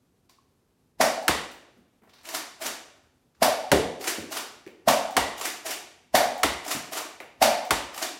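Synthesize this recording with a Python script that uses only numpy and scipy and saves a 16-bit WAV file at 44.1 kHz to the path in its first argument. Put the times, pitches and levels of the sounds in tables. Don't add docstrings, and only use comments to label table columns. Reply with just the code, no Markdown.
import sys
import numpy as np
from scipy import signal
from scipy.fft import rfft, irfft, next_fast_len
from scipy.io import wavfile
from scipy.ndimage import uniform_filter1d

SR = 44100
rng = np.random.default_rng(int(sys.argv[2]) if len(sys.argv) > 2 else 0)


def file_out(sig):
    cols = np.atleast_2d(sig).T
    lim = np.clip(cols, -1, 1)
    pcm = np.round(lim * 32767).astype(np.int16)
    wavfile.write(sys.argv[1], SR, pcm)


def decibels_to_gain(level_db):
    exponent = np.asarray(level_db, float) / 20
    return 10 ** exponent


N = 361179

# start_s, barrel_db, slam_db, slam_lag_ms, thump_db
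SHOTS = [
    (1.003, -11.5, -13, 10.5, -25),
    (3.421, -10, -12, 9.2, -25.5),
    (4.876, -10, -11.5, 10.1, -24.5),
    (6.144, -10.5, -12, 9.7, -26.5),
    (7.417, -10.5, -10.5, 9.5, -26),
]
# start_s, smack_db, skin_ring_db, boom_db
SMACKS = [
    (1.2799, -7.5, -4.5, -37),
    (3.716, -8, -9, -49),
    (5.1664, -7, -4, -40.5),
    (6.432, -7, -6.5, -35.5),
    (7.7068, -8.5, -12, -35),
]
# stop_s, stop_db, catch_lead_ms, catch_db, nudge_db
PULLS = [
    (2.3456, -17, 60, -25.5, -30.5),
    (4.0756, -14, 37, -22.5, -26.5),
    (5.452, -15.5, 43.4, -20.5, -26.5),
    (6.7116, -14, 35.4, -21, -26),
    (8.024, -17, 49.7, -22.5, -25.5),
]
# stop_s, stop_db, release_lead_ms, release_db
PUSHES = [
    (2.6619, -19, 40, -22.5),
    (4.371, -21.5, 46.3, -21.5),
    (5.7104, -20.5, 46.8, -21.5),
    (6.976, -21, 45.4, -22.5),
]
# frequency_hz, level_db
SHELL = [(710, -58.5), (1200, -2), (1890, 6), (3150, 5.5), (3510, -2), (3950, 3), (7170, 3), (8260, -2),
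         (13000, -3), (16000, -26)]
# frequency_hz, level_db
SHELL_BODY = [(150, -23), (230, -8.5), (330, 4), (500, -5), (720, -1.5), (1040, 1.5), (1400, -8),
              (2200, -24.5)]
# frequency_hz, level_db
TUBE = [(450, -37.5), (620, -2.5), (720, 0), (800, -3.5), (1100, -26.5)]
# frequency_hz, t60_s
ROOM_T60 = [(60, 0.4), (160, 0.47), (420, 0.68), (1100, 0.56), (2900, 0.57), (7700, 0.45), (15000, 0.24)]


def time_ms(count):
    return np.arange(count) * 1000 / SR


def add(track, start_s, sound):
    i = int(start_s * SR)
    track[i:i + len(sound)] += sound[:N - i]


def on_log(hz, table):
    table_hz, values = np.array(table)[:, 0], np.array(table)[:, 1]
    return np.interp(np.log(hz + 1), np.log(table_hz), values)


def colour(x, table):
    gain = decibels_to_gain(on_log(np.fft.rfftfreq(len(x), 1 / SR), table))
    return irfft(rfft(x) * gain / np.sqrt(np.mean(gain ** 2)), len(x))


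def ring(modes, push, scatter_db, drift=0.0062):
    t = np.arange(int(SR * max(np.array(modes)[:, 2]))) / SR
    luck = rng.standard_normal((len(modes), 2))
    free = np.zeros(len(t))
    for (hz, db, t60_s), (level_luck, pitch_luck) in zip(modes, luck):
        tone = np.sin(2 * np.pi * hz * (1 + drift * pitch_luck) * t)
        free += decibels_to_gain(db + scatter_db * level_luck) * tone * decibels_to_gain(-60 * t / t60_s)
    out = signal.fftconvolve(free, push)
    return out / np.abs(out).max()


def tone_burst(hz, count):
    return np.hanning(count) * np.sin(2 * np.pi * hz * time_ms(count) / 1000)


def clatter(rise_ms, fall_ms, grain_db):
    t = time_ms(SR // 8) - 40
    shape = np.exp(np.where(t < 0, t / max(rise_ms, .2), -t / max(fall_ms, .5)))
    unevenness = np.minimum(rng.exponential(size=len(t)), 3.5)
    grains = rng.standard_normal(len(t)) * decibels_to_gain(grain_db * unevenness)
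    return shape * grains / grains.std()


def ventilation():
    # frequency_hz, level_db (per Hz)
    murmur = [(12, -22), (20, -2.5), (46, -11), (83, -6), (162, -9), (214, -11), (246, -4.5), (316, -14.5),
              (363, -9), (551, -19), (860, -22), (1880, -30), (13200, -36), (15600, -46)]
    flicker = np.repeat(rng.standard_normal(N // 1500 + 1), 1500)[:N]
    flicker = uniform_filter1d(flicker, size=1500)
    noise = colour(rng.standard_normal(next_fast_len(N)), murmur)[:N]
    return decibels_to_gain(-65.5 + 1.5 * flicker) * noise


def room(send):
    fill_ms = 5.5
    t = time_ms(SR)
    octave = np.log2(np.fft.rfftfreq(SR, 1 / SR) + 1)
    echoes = rfft(rng.standard_normal(SR))
    tail = np.zeros(SR)
    for k in range(4, 15):
        band = irfft(echoes * np.clip(1 - np.abs(octave - k), 0, 1), SR)
        tail += band * decibels_to_gain(-.06 * t / on_log(2. ** k, ROOM_T60))
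    tail *= 1 - np.exp(-t / fill_ms)
    return signal.fftconvolve(send, tail / np.sqrt(np.sum(tail ** 2)))[:N]


def diffuse(send):
    fill_ms, late_cycles = 0.28, 0.5
    far_room_db, far_room_slower = -13.5, 1.65
    size = next_fast_len(N + SR // 2)
    third = 3 * np.log2(np.fft.rfftfreq(size, 1 / SR) + 1)
    given, dense = rfft(send, size), rfft(rng.standard_normal(size))
    out = np.zeros(N)
    fill = np.exp(-1000 / SR / fill_ms)
    for k in range(17, 43):
        hz = 2 ** (k / 3)
        band = np.cos(np.pi / 2 * np.clip(third - k, -1, 1))
        power = irfft(given * band, size)[:N] ** 2
        keep = decibels_to_gain(-2 * 60 / SR / on_log(hz, ROOM_T60))
        poles = np.convolve([1, -keep], [1, -fill])
        energy = signal.lfilter([(1 - keep) * (1 - fill)], poles, power)
        slow = keep ** (1 / far_room_slower)
        energy = energy + decibels_to_gain(2 * far_room_db) * signal.lfilter([1 - slow], [1, -slow], energy)
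        late = int(late_cycles * SR / hz)
        echoes = irfft(dense * band, size)[:N]
        out[late:] += np.sqrt(np.abs(energy))[:N - late] * echoes[late:] / echoes.std()
    return out


def latch_spring():
    # start_s, level_db, pitch_hz
    latch_pings = [
        (0.293, -59, 1050),
        (0.384, -52, 1093),
    ]
    out = np.zeros(N)
    for start_s, db, hz in latch_pings:
        modes = [(hz, 0, .05), (0.99 * hz, -3, .03)]
        add(out, start_s, decibels_to_gain(db + 2.0) * ring(modes, tone_burst(hz, 150), 0, drift=0))
    return out


def handling():
    # start_s, level_db, die_away_ms
    snicks = [
        (0.295, -53, 3.2),
        (2.0936, -55, 5),
        (2.1355, -49, 5.3),
        (2.158, -59, 9),
        (2.185, -54, 9),
        (2.21, -56, 6),
        (3.349, -60.5, 3.7),
    ]
    # frequency_hz, level_db
    loose_parts = [(250, -22), (500, -2), (1100, -0.5), (2500, -3), (5000, -1), (7000, -14), (16000, -22)]
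    # start_s, level_db
    fumbles = [
        (2.02, -54),
        (2.033, -49),
        (2.053, -61),
        (2.074, -52),
    ]
    # start_s, level_db
    pings = [
        (0.296, -48),
        (1.229, -40),
        (1.516, -37.5),
        (2.234, -45),
        (5.1088, -34),
        (6.3794, -33.5),
        (7.652, -35),
    ]
    palm = [(100, -23), (220, 5.5), (800, -1), (2200, -8), (4000, -27)]  # frequency_hz, level_db
    thin_spring = [(3000, -31.5), (7000, 0.5), (11000, -7.5), (16000, -7.5)]  # frequency_hz, level_db
    out = np.zeros(N)
    for start_s, db, fall_ms in snicks:
        add(out, start_s - .038, decibels_to_gain(db) * colour(clatter(2.8, fall_ms, 2.4), loose_parts))
    for start_s, db in fumbles:
        add(out, start_s - .038, decibels_to_gain(db - 3) * colour(clatter(2.5, 6.0, 0.9), palm))
    for start_s, db in pings:
        add(out, start_s - .04, decibels_to_gain(db - 4.0) * colour(clatter(.8, 1.0, 1.5), thin_spring))
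    return out


def bounces():
    # start_s, thud_db, tick_db, firmness_ratio, die_away_ms
    landings = [
        (1.77, -51, -72, 0.68, 17),
        (4.183, -29, -41, .9, 18),
        (4.665, -40, -39.5, 1, 15),
        (4.677, -43.5, -40, 1.2, 6),
        (6.748, -28, -50, 1, 8.2),
        (7.203, -38, -28, 1.8, 12),
        (7.21, -43, -35, 1.4, 8),
    ]
    # frequency_hz, level_db
    boards = [(40, -29.5), (90, -10), (200, -2), (330, 3), (520, -3.5), (800, -10), (1500, -38)]
    # frequency_hz, level_db
    contact = [(1100, -31.0), (1700, 2), (2300, 3), (3000, -6.5), (6000, -13.5), (16000, -24)]
    out = np.zeros(N)
    for start_s, thud_db, tick_db, firm, fall_ms in landings:
        spot = [(hz * max(firm, .3), db) for hz, db in boards]
        add(out, start_s - .038, decibels_to_gain(thud_db) * colour(clatter(0.62, fall_ms, 0), spot))
        add(out, start_s - .04, decibels_to_gain(tick_db) * colour(clatter(0.26, 1.0, 0.9), contact))
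    return out


def strokes():
    # run_up_ms, die_away_ms, body_db, barrel_db, barrel_lead_ms
    nudge = (3.8, 0, -5, -19, 2)
    catch = (1, 6.5, 2.5, -10.5, 11)
    rear_stop = (6, 6.5, -.5, -18, 4.5)
    release = (7.5, 4, 1, -9.5, 4)
    front_stop = (8.5, 5, 3.5, -20, 4.5)
    nudge_ms, nudge_slowing = 18.5, .24
    pull_scrape_db, push_scrape_db = np.array((-35.5, -29.5)), np.array((-28, -18.5))
    lead_s, fall_s, start_db, end_db = 19.5 / 1000, 8.9 / 1000, -17, -22
    knocks, spans = [], []
    for stop_s, db, lead_ms, catch_db, nudge_db in PULLS:
        catch_s = stop_s - lead_ms / 1000
        first_s = stop_s - (lead_ms + nudge_ms + nudge_slowing * lead_ms) / 1000
        knocks += [(first_s, nudge_db, *nudge), (catch_s, catch_db, *catch), (stop_s, db, *rear_stop)]
        spans.append((first_s, stop_s, db + pull_scrape_db))
    for stop_s, db, lead_ms, release_db in PUSHES:
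        release_s = stop_s - lead_ms / 1000
        knocks += [(release_s, release_db, *release), (stop_s, db, *front_stop)]
        spans.append((release_s, stop_s, db + push_scrape_db))
    t, effort = np.arange(N) / SR, np.zeros(N)
    for first_s, stop_s, (first_db, stop_db) in spans:
        corners_s = [first_s - lead_s, first_s, stop_s, stop_s + fall_s]
        levels = decibels_to_gain(np.array([first_db + start_db, first_db, stop_db, stop_db + end_db]))
        effort += np.interp(t, corners_s, levels, 0, 0)
    return knocks, effort


def slide():
    # frequency_hz, level_db, t60_s
    shell_walls = [(1040, -1, .03), (2300, -5, .012), (5300, -7, .008), (6450, 0.1, .022), (7200, -5, .012)]
    tone, rattle = np.zeros(N), np.zeros(N)
    knocks, effort = strokes()
    for start_s, db, rise_ms, fall_ms, body_db, tube_db, lead_ms in knocks:
        blow = clatter(rise_ms, fall_ms, 3.0)
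        add(rattle, start_s - .0365, decibels_to_gain(db - 9) * colour(blow, SHELL))
        add(rattle, start_s - .0365, decibels_to_gain(db + body_db - 14.5) * colour(blow, SHELL_BODY))
        add(tone, start_s - .04 - lead_ms / 1000, decibels_to_gain(db + tube_db) * colour(blow, TUBE))
    for stop_s, db, *_ in PULLS + PUSHES:
        add(tone, stop_s + 0.0037, decibels_to_gain(db - 11) * ring(shell_walls, np.hanning(5), 3.8, drift=0.053))
    size = next_fast_len(N)
    unevenness = np.minimum(rng.exponential(size=size), 3.5)
    grit = rng.standard_normal(size) * decibels_to_gain(4 * unevenness) / 2
    scrape = colour(grit, SHELL) + decibels_to_gain(-3.5) * colour(grit, SHELL_BODY)
    tone += decibels_to_gain(-6.0) * effort * colour(grit, TUBE)[:N]
    return tone, rattle + effort * scrape[:N]


def bending_waves():
    # lag_ms, level_db
    edges = [(0, 0), (.9, 0), (2.8, -1), (3.5, -4), (4.8, -4), (7.0, -6), (8.6, -9), (9.8, -9), (12.5, -11)]
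    out, t = np.zeros(N), time_ms(200)
    swing = np.exp(-t / 1.3) - .5 * np.exp(-((t - .16) / .07) ** 2)
    for start_s, smack_db, _, _ in SMACKS:
        for lag_ms, db in edges:
            distance_luck, level_luck = rng.standard_normal(2)
            khz = 1.0 + 13 / (1 + t / (.16 + .015 * distance_luck)) ** 2
            chirp = swing * np.sin(2 * np.pi * np.cumsum(khz) * 1000 / SR)
            add(out, start_s + (.8 + lag_ms) / 1000, decibels_to_gain(smack_db + db + level_luck + 3) * chirp)
    return out


def door_skin():
    # frequency_hz, level_db, t60_s
    skin_modes = [(906, -4, 0.0083), (1060, -5, 0.025), (1280, -10.5, .02), (2000, 3.5, 0.013),
                  (2750, -2.5, 0.011)]
    out = np.zeros(N)
    for start_s, _, skin_db, _ in SMACKS:
        add(out, start_s + 0.0023, decibels_to_gain(skin_db - 8) * ring(skin_modes, np.hanning(12), 1.7, drift=0.021))
    return out


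def door_panel():
    # frequency_hz, level_db
    panel = [(65, -57), (110, -14), (241, -3), (284, 6), (374, -5), (453, -1), (606, -3.5), (775, 6.5),
             (832, -10.5), (900, 4.5), (1170, -39.5), (1980, -120)]
    # frequency_hz, level_db, t60_s
    boom = [(52, -18.5, .45), (69, 0, 0.13), (97, -18.5, 0.33)]
    out = np.zeros(N)
    for start_s, _, _, boom_db in SMACKS:
        add(out, start_s - .028, decibels_to_gain(-15) * colour(clatter(5.5, 9.0, 0), panel))
        add(out, start_s + .012, decibels_to_gain(boom_db + 7.5) * ring(boom, np.hanning(200), 1.5))
    return out


def door_latch():
    # start_s, level_db
    rattles = [
        (3.718, -5.5),
        (3.725, -1),
        (3.732, 1.5),
        (3.745, -3),
        (3.759, -7),
        (3.772, -9),
        (3.785, -12),
        (7.477, -22),
    ]
    # frequency_hz, level_db, t60_s
    latch_modes = [(302, -10.5, 0.2), (402, 3, 0.084), (520, 2, 0.078), (603, 1.5, 0.059)]
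    out = np.zeros(N)
    for start_s, db in rattles:
        add(out, start_s, decibels_to_gain(db - 3) * ring(latch_modes, np.hanning(30), 2.0, drift=.04))
    return out


def piston_slam():
    # frequency_hz, level_db
    slam = [(440, -43.5), (750, 0.1), (1050, 0.5), (1500, -7), (1950, -5), (2700, -11), (4450, -11),
            (5320, -9.5), (7140, -16), (13400, -17), (16000, -31.5)]
    # frequency_hz, level_db, t60_s
    stock = [(104, -15, 0.11), (254, 8.5, 0.15)]
    out = np.zeros(N)
    for start_s, _, slam_db, lag_ms, thump_db in SHOTS:
        add(out, start_s, decibels_to_gain(thump_db) * ring(stock, np.hanning(60), 1.3))
        add(out, start_s + lag_ms / 1000 - .04, decibels_to_gain(slam_db) * colour(clatter(4.64, 4.77, 0.67), slam))
    return out


def barrel_returns():
    # lag_ms, level_db, pitch_hz, t60_s
    wall_returns = [
        (70, -7.5, 644, 0.063),
        (115, -19.5, 595, .07),
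        (170, -13.5, 665, 0.049),
        (215.3, -19.5, 840, .07),
        (240, -19, 745, .13),
    ]
    out = np.zeros(N)
    for start_s, barrel_db, *_ in SHOTS:
        for late_ms, db, hz, t60_s in wall_returns:
            far_tone = ring([(hz, 0, t60_s)], tone_burst(hz, 500), 0, drift=0.015)
            add(out, start_s + late_ms / 1000, decibels_to_gain(barrel_db + db + 0.5) * far_tone)
    return out


def barrel_air():
    # frequency_hz, level_db, t60_s
    barrel_modes = [(560, -12, 0.065), (610, -4, 0.039), (686, 6, .028), (744.4, -3, 0.09),
                    (1050, -0.5, 0.06), (1700, -11, 0.018)]
    out, t = np.zeros(N), time_ms(400)
    for start_s, barrel_db, *_ in SHOTS:
        flutter = np.sin(2 * np.pi * .67 * t)
        push = (t / t[-1]) ** 2.1 * (flutter + 1.1 * rng.standard_normal(len(t)))
        tone = ring(barrel_modes, push - push.mean(), 0.9, drift=0.0097)
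        add(out, start_s - .006, decibels_to_gain(barrel_db + 5.8) * tone)
    return out


def scene():
    # frequency_hz,
    # level_db
    door_spread = [(60, -4.5), (300, -6), (1000, -5.5), (1450, -8.5), (2000, -5.5), (3000, -1), (8000, -2),
                   (15000, -9)]
    barrel, far_tones, crash = barrel_air(), barrel_returns(), piston_slam()
    tube, rattle = slide()
    rattle += handling()
    skin = door_skin()
    smack = bending_waves() + door_panel() + door_latch()
    thud, pings = bounces(), latch_spring()

    size = next_fast_len(N)
    spread_gain = decibels_to_gain(on_log(np.fft.rfftfreq(size, 1 / SR), door_spread))
    spread = irfft(rfft(smack, size) * spread_gain, size)[:N]
    noisy = decibels_to_gain(2.0) * crash + decibels_to_gain(2.0) * rattle + spread + decibels_to_gain(-2.0) * thud + decibels_to_gain(-2.5) * barrel
    pitched = decibels_to_gain(-1.5) * barrel + decibels_to_gain(-9.5) * far_tones + decibels_to_gain(-10.5) * pings
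    pitched += decibels_to_gain(-1.5) * tube + decibels_to_gain(7.5) * skin
    walls = diffuse(noisy) + room(pitched)

    blaster = barrel + far_tones + crash + tube + rattle
    return (blaster + skin + smack + thud + pings + walls + ventilation())[None]


def band_limit(x):
    return signal.sosfilt(signal.butter(12, 17080, fs=SR, output="sos"), x)


def record(dry):
    x = signal.sosfilt(signal.butter(4, 45., "high", fs=SR, output="sos"), dry)
    x = np.tanh(0.89 * x) / 1.14
    x = signal.sosfilt(signal.ellip(8, .2, 60, 15950, fs=SR, output="sos"), x)
    return band_limit(x)


dry = scene()
out = record(dry)
file_out(out)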